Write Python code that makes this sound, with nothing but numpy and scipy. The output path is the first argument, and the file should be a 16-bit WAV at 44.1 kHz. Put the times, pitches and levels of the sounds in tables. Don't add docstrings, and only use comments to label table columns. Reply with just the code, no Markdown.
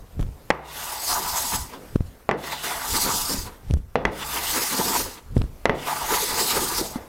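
import sys
import numpy as np
from scipy import signal
from scipy.fft import rfft, irfft, next_fast_len
from scipy.io import wavfile
from scipy.ndimage import uniform_filter1d, map_coordinates

SR = 44100
rng = np.random.default_rng(int(sys.argv[2]) if len(sys.argv) > 2 else 0)


def store_pcm(level_fs):
    pcm = np.round(np.clip(level_fs, -1, 1) * 32767).astype(np.int16)
    wavfile.write(sys.argv[1], SR, np.atleast_2d(pcm).T)


N = 312228
STEP = 32


def amp(db):
    return 10 ** (np.asarray(db) / 20)


def unit(x):
    return x / np.sqrt(np.mean(x ** 2) + 1e-20)


def along(points, hz):
    f, v = np.transpose(points)
    return np.interp(np.log(hz + 1), np.log(f + 1), v)


def curves(rows):
    s, *cols = np.transpose(rows)
    return [np.interp(np.arange(N) / SR, s, c) for c in cols]


def wobble(rate):
    k = np.arange(0, N + STEP, STEP)
    knots = rng.standard_normal(int(N * rate / SR) + 4)
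    return np.interp(np.arange(N), k, map_coordinates(knots, [k * rate / SR]))


def peaks(events, rise_db_per_s, fall_db_per_s):
    t = np.arange(0, N + STEP, STEP) / SR
    gain = 0
    for s, db, *_ in events:
        loss_db = np.where(t < s, rise_db_per_s * (s - t), fall_db_per_s * (t - s))
        gain = gain + amp(db - loss_db)
    return np.interp(np.arange(N) / SR, t, gain)


def filtered(x, response):
    m = next_fast_len(N + SR // 2)
    return irfft(rfft(x, m) * response(np.fft.rfftfreq(m, 1 / SR)), m)[..., :N]


def shaped(x, spectrum):
    return filtered(x, lambda f: amp(along(spectrum, f)))


def band(x, lo_hz, hi_hz):
    sos = signal.butter(2, [lo_hz, min(hi_hz, .45 * SR)], "bandpass", fs=SR, output="sos")
    return signal.sosfilt(sos, x)


def resonance(f, centre_hz, width_hz, db):
    damping = 1j * f * width_hz
    return amp(db) * damping / (centre_hz * centre_hz - f * f + damping)


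def swelling(x, table, depth_db, rate):
    each = filtered(x, lambda f: np.array([resonance(f, *mode) for mode in table]))
    return sum(amp(depth_db * wobble(rate)) * y for y in each)


def snaps(spread_db, patchy_db):
    grains = rng.standard_normal(N + 512) * amp(spread_db * rng.standard_normal(N + 512))
    z = signal.stft(grains, nperseg=512)[2]
    field = uniform_filter1d(rng.standard_normal(z.shape), 8, 0)
    field = uniform_filter1d(field, 10, 1)
    return signal.istft(z * amp(patchy_db * unit(field)), nperseg=512)[1][:N]


def noise(spectrum):
    return unit(shaped(rng.standard_normal(N), spectrum))


# pitch_hz, level_db (per Hz)
AIR_SPECTRUM = [(88, -2), (150, 4), (475, 4), (662, 0), (1760, -7.5), (3160, -14.5), (9630, -17),
                (14200, -14), (16000, -25)]
AIR_DB = -51.5


def room_air():
    return amp(AIR_DB + 3.6 * wobble(4.2)) * unit(shaped(snaps(spread_db=1.6, patchy_db=2.0), AIR_SPECTRUM))


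# lift_off_s, slide_hiss_db (change while sliding), groan_db (over the ring)
STROKES = [(1.74, -13.5, -28), (3.479, -4.5, -17), (5.182, -11.5, -15), (6.96, -4.5, -13.5)]
# time_s, hiss_db, ring_db, scrape_db
CUTS = [
    [(0.6, -82, -64, -64), (0.66, -52, -52, -45), (0.745, -40, -41.5, -37), (0.925, -33, -35.5, -39.5),
     (0.98, -36, -42.5, -41), (1.05, -30.5, -40.5, -41), (1.11, -25, -30.5, -42), (1.21, -31, -33, -56),
     (1.32, -28.5, -34.5, -43), (1.4, -28.5, -35.5, -40), (1.49, -28, -35.5, -49), (1.56, -27, -35, -52)],
    [(2.38, -53, -48, -46), (2.44, -41.5, -59, -32), (2.505, -44, -33, -36.5), (2.525, -40, -29, -27),
     (2.556, -50, -37, -36), (2.625, -42, -55, -41), (2.643, -33, -34, -32), (2.81, -36, -33, -38.5),
     (2.93, -27, -38.5, -36.5), (3.01, -23.5, -35, -36), (3.1, -27.5, -27, -56), (3.16, -26, -34.5, -41),
     (3.335, -26, -32.5, -55)],
    [(4.12, -53, -52, -41), (4.19, -38.5, -49, -32.5), (4.228, -45, -38, -30), (4.256, -35, -38, -41.5),
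     (4.29, -33.5, -36, -32), (4.335, -29.5, -28.5, -33.5), (4.428, -35, -34, -36.5),
     (4.46, -30, -39, -27.5), (4.575, -24.5, -30, -40.5), (4.72, -27.5, -36, -36.5), (4.8, -27, -32, -44),
     (4.88, -24.5, -28, -46), (4.93, -27, -30, -39), (5.015, -24, -32.5, -44)],
    [(5.75, -59, -48, -42), (5.82, -42, -35, -31), (5.87, -31, -28, -30), (5.93, -34.5, -25.5, -39.5),
     (6.07, -33, -38.5, -34.5), (6.12, -28.5, -32.5, -28.5), (6.142, -26.5, -25, -25.5),
     (6.17, -27, -31.5, -35), (6.27, -27, -38, -36), (6.325, -27.5, -28.5, -31), (6.43, -24, -33.5, -37.5),
     (6.57, -24.5, -28, -38), (6.63, -27, -33, -53), (6.81, -26.5, -32.5, -48)],
]
EXIT_S, LIFT_S, GONE_S = 0.01, 0.035, 0.26
EXIT_DROP_DB, LIFT_HISS_DB, GONE_HISS_DB = -7, -12, -21
EXIT_RING_DB, SLIDE_RING_DB, LIFT_RING_DB, GONE_RING_DB = -7, -15, -8.5, -26.5
SLIDE_SCRAPE_DB = -8


def travel():
    rows = []
    for cut, (lift, slide_db, groan_over) in zip(CUTS, STROKES):
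        start, (end, hiss, ring, _) = cut[0][0], cut[-1]
        bare = hiss + EXIT_DROP_DB
        sliding = bare + slide_db
        gone = lift + LIFT_S + GONE_S
        rows += [(start - LIFT_S, -90, -90, -90, 0, groan_over)]
        rows += [(*row, (row[0] - start) / (end - start), groan_over) for row in cut]
        after = [(end + EXIT_S, bare, ring + EXIT_RING_DB),
                 (lift - LIFT_S, sliding, ring + SLIDE_RING_DB),
                 (lift, sliding + LIFT_HISS_DB, ring + LIFT_RING_DB),
                 (lift + LIFT_S, sliding + GONE_HISS_DB, ring + GONE_RING_DB),
                 (gone, -90, ring - 40),
                 (gone + LIFT_S, -90, -90)]
        rows += [(s, h, r, r + SLIDE_SCRAPE_DB, 1, groan_over) for s, h, r in after]
    return curves(rows)


# peak_s, level_db (of the rumble gain)
SHUDDERS = [(0, -43), (.22, -22), (.5, -51), (1.12, -41), (1.6, -34), (1.96, -34), (2.01, -27), (2.32, -52),
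            (2.93, -39), (3.39, -30), (3.47, -42), (3.74, -20), (4.07, -27), (5.05, -38), (5.39, -17),
            (5.72, -29.5), (6.58, -42), (6.78, -43), (6.96, -39)]
RISE_DB_PER_S, FALL_DB_PER_S = 236, 173
# pitch_hz, level_db (per Hz)
RUMBLE_SPECTRUM = [(13, -7.5), (22, 4.5), (81, 1.5), (250, -21.5), (416, -30), (500, -24.5), (650, -50),
                   (1100, -120)]
REST_DB, PUSHED_DB = -66.5, -20.5
# pitch_hz, level_db (per Hz)
RUSTLE_SPECTRUM = [(200, -20), (600, 2), (2000, -6), (5000, -7.5), (11000, -11), (16000, -21)]
RUSTLE_DB, RUSTLE_GROWTH = -41, 0.58


def shudders():
    shudder = peaks(SHUDDERS, RISE_DB_PER_S, FALL_DB_PER_S)
    lumps_db = 6 * wobble(14)
    shake = amp(REST_DB) + amp(travel()[0] + PUSHED_DB + lumps_db) + shudder
    rumble = shake * amp(1.95 * wobble(25)) * noise(RUMBLE_SPECTRUM)
    rustle = unit(shaped(snaps(spread_db=2.5, patchy_db=2.5), RUSTLE_SPECTRUM))
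    return rumble + shudder ** RUSTLE_GROWTH * amp(RUSTLE_DB + 4.7 * wobble(50)) * rustle


# peak_s, level_db (before venting), width_ms (2/3 of the decay constant)
BUMPS = [(.1944, -11.5, 0.65), (0.2014, -7, 1.5), (0.2256, -3, 4.3), (0.267, -12, 3.4), (0.29, -9, 6),
         (1.9596, 4.5, 0.34), (2.0079, 1, 1.55), (3.703, -11, 1.4), (3.71, -6, 0.97), (3.7399, 0.5, 2.8),
         (3.771, -8.5, 2.4), (3.803, -12, 5), (5.3627, -6, 2.8), (5.3676, 0, 0.5), (5.3755, -7.5, 0.9),
         (5.4149, -6.5, 0.99), (5.441, -15.5, 0.9)]


def bumps():
    push, t = np.zeros(N), np.arange(-SR // 20, SR // 20) / SR
    for s, db, ms in BUMPS:
        point = np.exp(-np.abs(t * 1000 / (1.5 * ms)) ** 1.07)
        push[round(s * SR) - SR // 20:][:len(t)] += amp(db) * np.hanning(len(t)) * point
    return filtered(push, lambda f: f ** 4 / (f ** 4 + 45 ** 4))


# start_s, level_db, treble_db (gain of the treble band)
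TICKS = [(0.195, -22, -10), (0.21, -29, 14), (0.227, -16, -10), (0.265, -31, -23), (1.735, -25, -12),
         (1.958, -16.5, -2), (2.004, -18.5, -25.5), (3.709, -14.5, -5), (3.737, -4.5, -7),
         (5.366, -12, -20), (5.378, -22, 6), (5.417, -8, -16)]


def ticks():
    out, t = np.zeros(N), np.arange(-SR // 20, SR // 20) / SR
    for s, db, treble_db in TICKS:
        burst = amp(-60 * np.abs(t) / 0.0056) * (t >= .001) * rng.standard_normal(len(t))
        tick = 1.87 * band(burst, 270, 2820) + amp(treble_db) * band(burst, 1800, 8000)
        out[round(s * SR) - SR // 20:][:len(t)] += amp(db) * tick
    return out


# start_s, level_db, then relative to it
# iron_db, thud_db, thud_hz, low_tail_db, bright_tail_db
KNOCKS = [(0.5033, -3.5, 0.5, -30, 242, -24.5, -19.5), (0.507, -12, 5, -30, 256, -26, -32),
          (2.2912, -4.5, -14, -11, 226, -15, -19.5), (2.312, -17.5, 12, -16, 230, -7.5, -10.5),
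          (3.9559, -5, -10, -18, 206, -12, -16), (4.052, -6, 7, -7, 205, -13.5, -13.5),
          (5.6554, -2, -4.5, -16, 266, -16.5, -17), (5.6952, -5.5, 1, -3.5, 196, -14.5, -18),
          (6.126, -41, -7.5, -23, 457, -12, -13), (6.812, -36, -27, 22, 340, 6, -15),
          (6.958, -26.5, -24, 11.5, 244, -11.5, -11)]
# pitch_hz, level_db, t60_s
STRUCK_WOOD = [(467, -8, 0.013), (623, -5, 0.011), (602, 23, 0.0027), (840, 2.5, 0.0088),
               (1060, -2.5, 0.0082)]
# pitch_hz, level_db, t60_s
STRUCK_IRON = [(1816, 3.5, 0.011), (1988, -3.5, 0.026), (2160, -44, 1), (2280, -1.5, 0.011),
               (2480, -27, 0.04), (2730, -13, 0.016), (3020, -10, 0.01), (3260, -15, 0.018),
               (4900, -43, 0.0049)]
# pitch_hz, level_db (per Hz)
RATTLE_SPECTRUM = [(29, -44), (50, -4), (264, 2), (462, 1), (778, 5.5), (1510, -11.5), (1990, -10.5),
                   (2750, -17), (3300, -24.5), (6000, -30), (7800, -53), (13200, -120)]


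def decaying_sine(t, hz, db, t60):
    return amp(db - 60 * t / t60) * np.sin(2 * np.pi * hz * t)


def struck(table, t):
    return sum(decaying_sine(t, hz, db + rng.normal(0, 1.5), t60) for hz, db, t60 in table)


def knocks():
    out, tail, t = np.zeros(N + SR), np.zeros((2, N + SR)), np.arange(SR // 2) / SR
    onset = 1 - np.exp(-(t / 0.00065) ** 2)
    for s, db, iron_db, thud_db, thud_hz, low_db, bright_db in KNOCKS:
        start = round(s * SR)
        burst = 0.31 * amp(-60 * t / 0.0098) * rng.standard_normal(len(t))
        crack = band(band(burst, 1070, 6900), 600, 9500)
        iron = amp(iron_db) * (struck(STRUCK_IRON, t) + crack)
        thud = decaying_sine(t, thud_hz, thud_db, 0.043)
        bench = decaying_sine(t, 62, -33.5, 1.33) + decaying_sine(t, 146, -32.5, 1.2)
        out[start:][:len(t)] += amp(db) * onset * (struck(STRUCK_WOOD, t) + iron + thud + bench)
        tail_db = db + np.array([[low_db], [bright_db]])
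        tail[:, start:][:, :len(t)] += amp(tail_db - 60 * t / 0.45) * (1 - np.exp(-t / 0.002))
    rattle = noise(RATTLE_SPECTRUM)
    low = unit(band(rattle, 130, 830) + 0.41 * swelling(rattle, BOARD_MODES, 0.75, 10))
    bright = unit(band(rattle, 520, 7000) + 0.7 * swelling(rattle, SOLE_MODES + SCRAPE_MODES, 4, 12))
    return out[:N] + tail[0, :N] * low + tail[1, :N] * bright


# peak_s, level_db, pitch_hz (centre of the favoured board modes)
CATCHES = [(1.214, -28.5, 314), (1.534, -33, 268), (1.736, -34.5, 302), (2.95, -30.5, 278),
           (3.095, -27, 286), (3.334, -27.5, 265), (3.48, -33.5, 260), (4.58, -30.5, 346), (4.8, -24, 280),
           (4.88, -42, 305), (5.01, -34.5, 343), (5.82, -34, 245), (6.245, -40, 456), (6.33, -51, 400),
           (6.575, -39, 330), (6.645, -60, 350)]
CATCH_DB_PER_S, GROAN_START_HZ = 257, 403
GROAN_GROWS_DB = 11.5
# centre_hz, width_hz, level_db
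BOARD_MODES = [(163, 14, 9), (204, 10.6, 14), (268, 34, 3.5), (353, 120, 1), (456, 154, 9.5)]


def board_groan(rub, grain, done, base_db):
    gain = amp(base_db + GROAN_GROWS_DB * done) + peaks(CATCHES, CATCH_DB_PER_S, CATCH_DB_PER_S)
    landings = [(cut[0][0], GROAN_START_HZ) for cut in CUTS]
    groan_hz, = curves(sorted(landings + [(s, hz) for s, db, hz in CATCHES]))
    groan = 0
    for mode in BOARD_MODES:
        nearness = np.exp(-(np.log(groan_hz / mode[0]) / .25) ** 2) + .15
        groan = groan + nearness * filtered(rub, lambda f: resonance(f, *mode))
    return gain * amp(0.84 * grain + 3.2 * wobble(40)) * unit(groan)


# centre_hz, width_hz, level_db
SOLE_MODES = [(730, 70, -7), (875, 60, 0), (960, 60, -2), (1160, 70, -6)]


def sole_ring(rub, grain):
    return unit(swelling(rub, SOLE_MODES, 2.5, 8)) * amp(1.1 * grain + 1.8 * wobble(60))


# centre_hz, width_hz, level_db
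SCRAPE_MODES = [(1292, 880, 15), (1470, 120, 5.5), (1910, 190, 12.5), (2330, 530, -32), (2780, 660, 8.5),
                (3420, 100, 13)]


def scraping(rub, grain):
    return unit(swelling(rub, SCRAPE_MODES, 3, 10)) * amp(1.1 * grain + 1.2 * wobble(70))


# pitch_hz, level_db (per Hz)
HISS_SPECTRUM = [(1290, -53), (2200, -65), (2470, -12), (4720, 2.5), (5570, -1.5), (6750, 1), (14600, 2),
                 (16000, -7)]
# centre_hz, width_hz, level_db (over the hiss)
BLADE_MODES = [(5150, 280, -7), (5860, 67, 0), (6620, 105, 0.5), (7850, 250, -5.5), (8830, 98, -7),
               (10700, 120, -13), (11900, 130, -26)]
TILT_START_DB, TILT_END_DB = 1.5, -3.5


def tearing_hiss(grain, done):
    tilt_db = TILT_START_DB + (TILT_END_DB - TILT_START_DB) * done
    plain = shaped(snaps(spread_db=1.2, patchy_db=2.4), HISS_SPECTRUM)
    torn = unit(plain + swelling(plain, BLADE_MODES, 3.5, 7))
    high = filtered(torn, lambda f: 1 / (1 + (7000 / (f + 1)) ** 4))
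    hiss = amp(-tilt_db) * (torn - high) + amp(tilt_db) * high
    return hiss * amp(1.1 * grain + 1.1 * wobble(70) + .6 * wobble(160))


def strokes():
    hiss_db, ring_db, scrape_db, done, groan_over = travel()
    grain = wobble(30)
    rub = snaps(spread_db=1.5, patchy_db=2.2)
    out = amp(hiss_db) * tearing_hiss(grain, done)
    out += amp(ring_db) * sole_ring(rub, grain)
    out += amp(scrape_db) * scraping(rub, grain)
    return out + board_groan(rub, grain, done, ring_db + groan_over)


# pitch_hz, side_db
SIDE_SPECTRUM = [(60, -15), (110, -26), (200, -21.5), (380, -23.5), (700, -24), (1290, -26), (2380, -24.5),
                 (4400, -20), (8120, -17.5), (15000, -17)]


def scene():
    steady = strokes() + room_air()
    blows = knocks() + bumps() + ticks() + shudders()
    z = signal.stft(steady + amp(-19.5) * blows, nperseg=256)[2]
    random_phase = np.exp(2j * np.pi * rng.random(z.shape))
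    scattered = signal.istft(z * random_phase, nperseg=256)[1][:N]
    side = amp(1.44 * wobble(14)) * shaped(scattered, SIDE_SPECTRUM)
    mid = steady + blows
    return np.array([mid + side, mid - side])


TOP_HZ = 15900


def record(dry):
    heard = filtered(dry.mean(0), lambda f: f > 300)
    over_db = np.maximum(20 * np.log10(np.abs(heard) + 1e-9) + 10, 0)
    fade = np.exp(-np.arange(SR // 2) / (.06 * SR))
    duck_db = np.minimum(signal.fftconvolve(over_db, fade)[:N] * 0.1, 6)
    late_duck_db = np.pad(duck_db, (400, 0))[:N]
    turned = dry * amp(-late_duck_db)
    clipped = turned / (1 + np.abs(turned / .56) ** 12) ** (1 / 12)
    return filtered(clipped, lambda f: f < TOP_HZ)


dry = scene()
out = record(dry)
store_pcm(out)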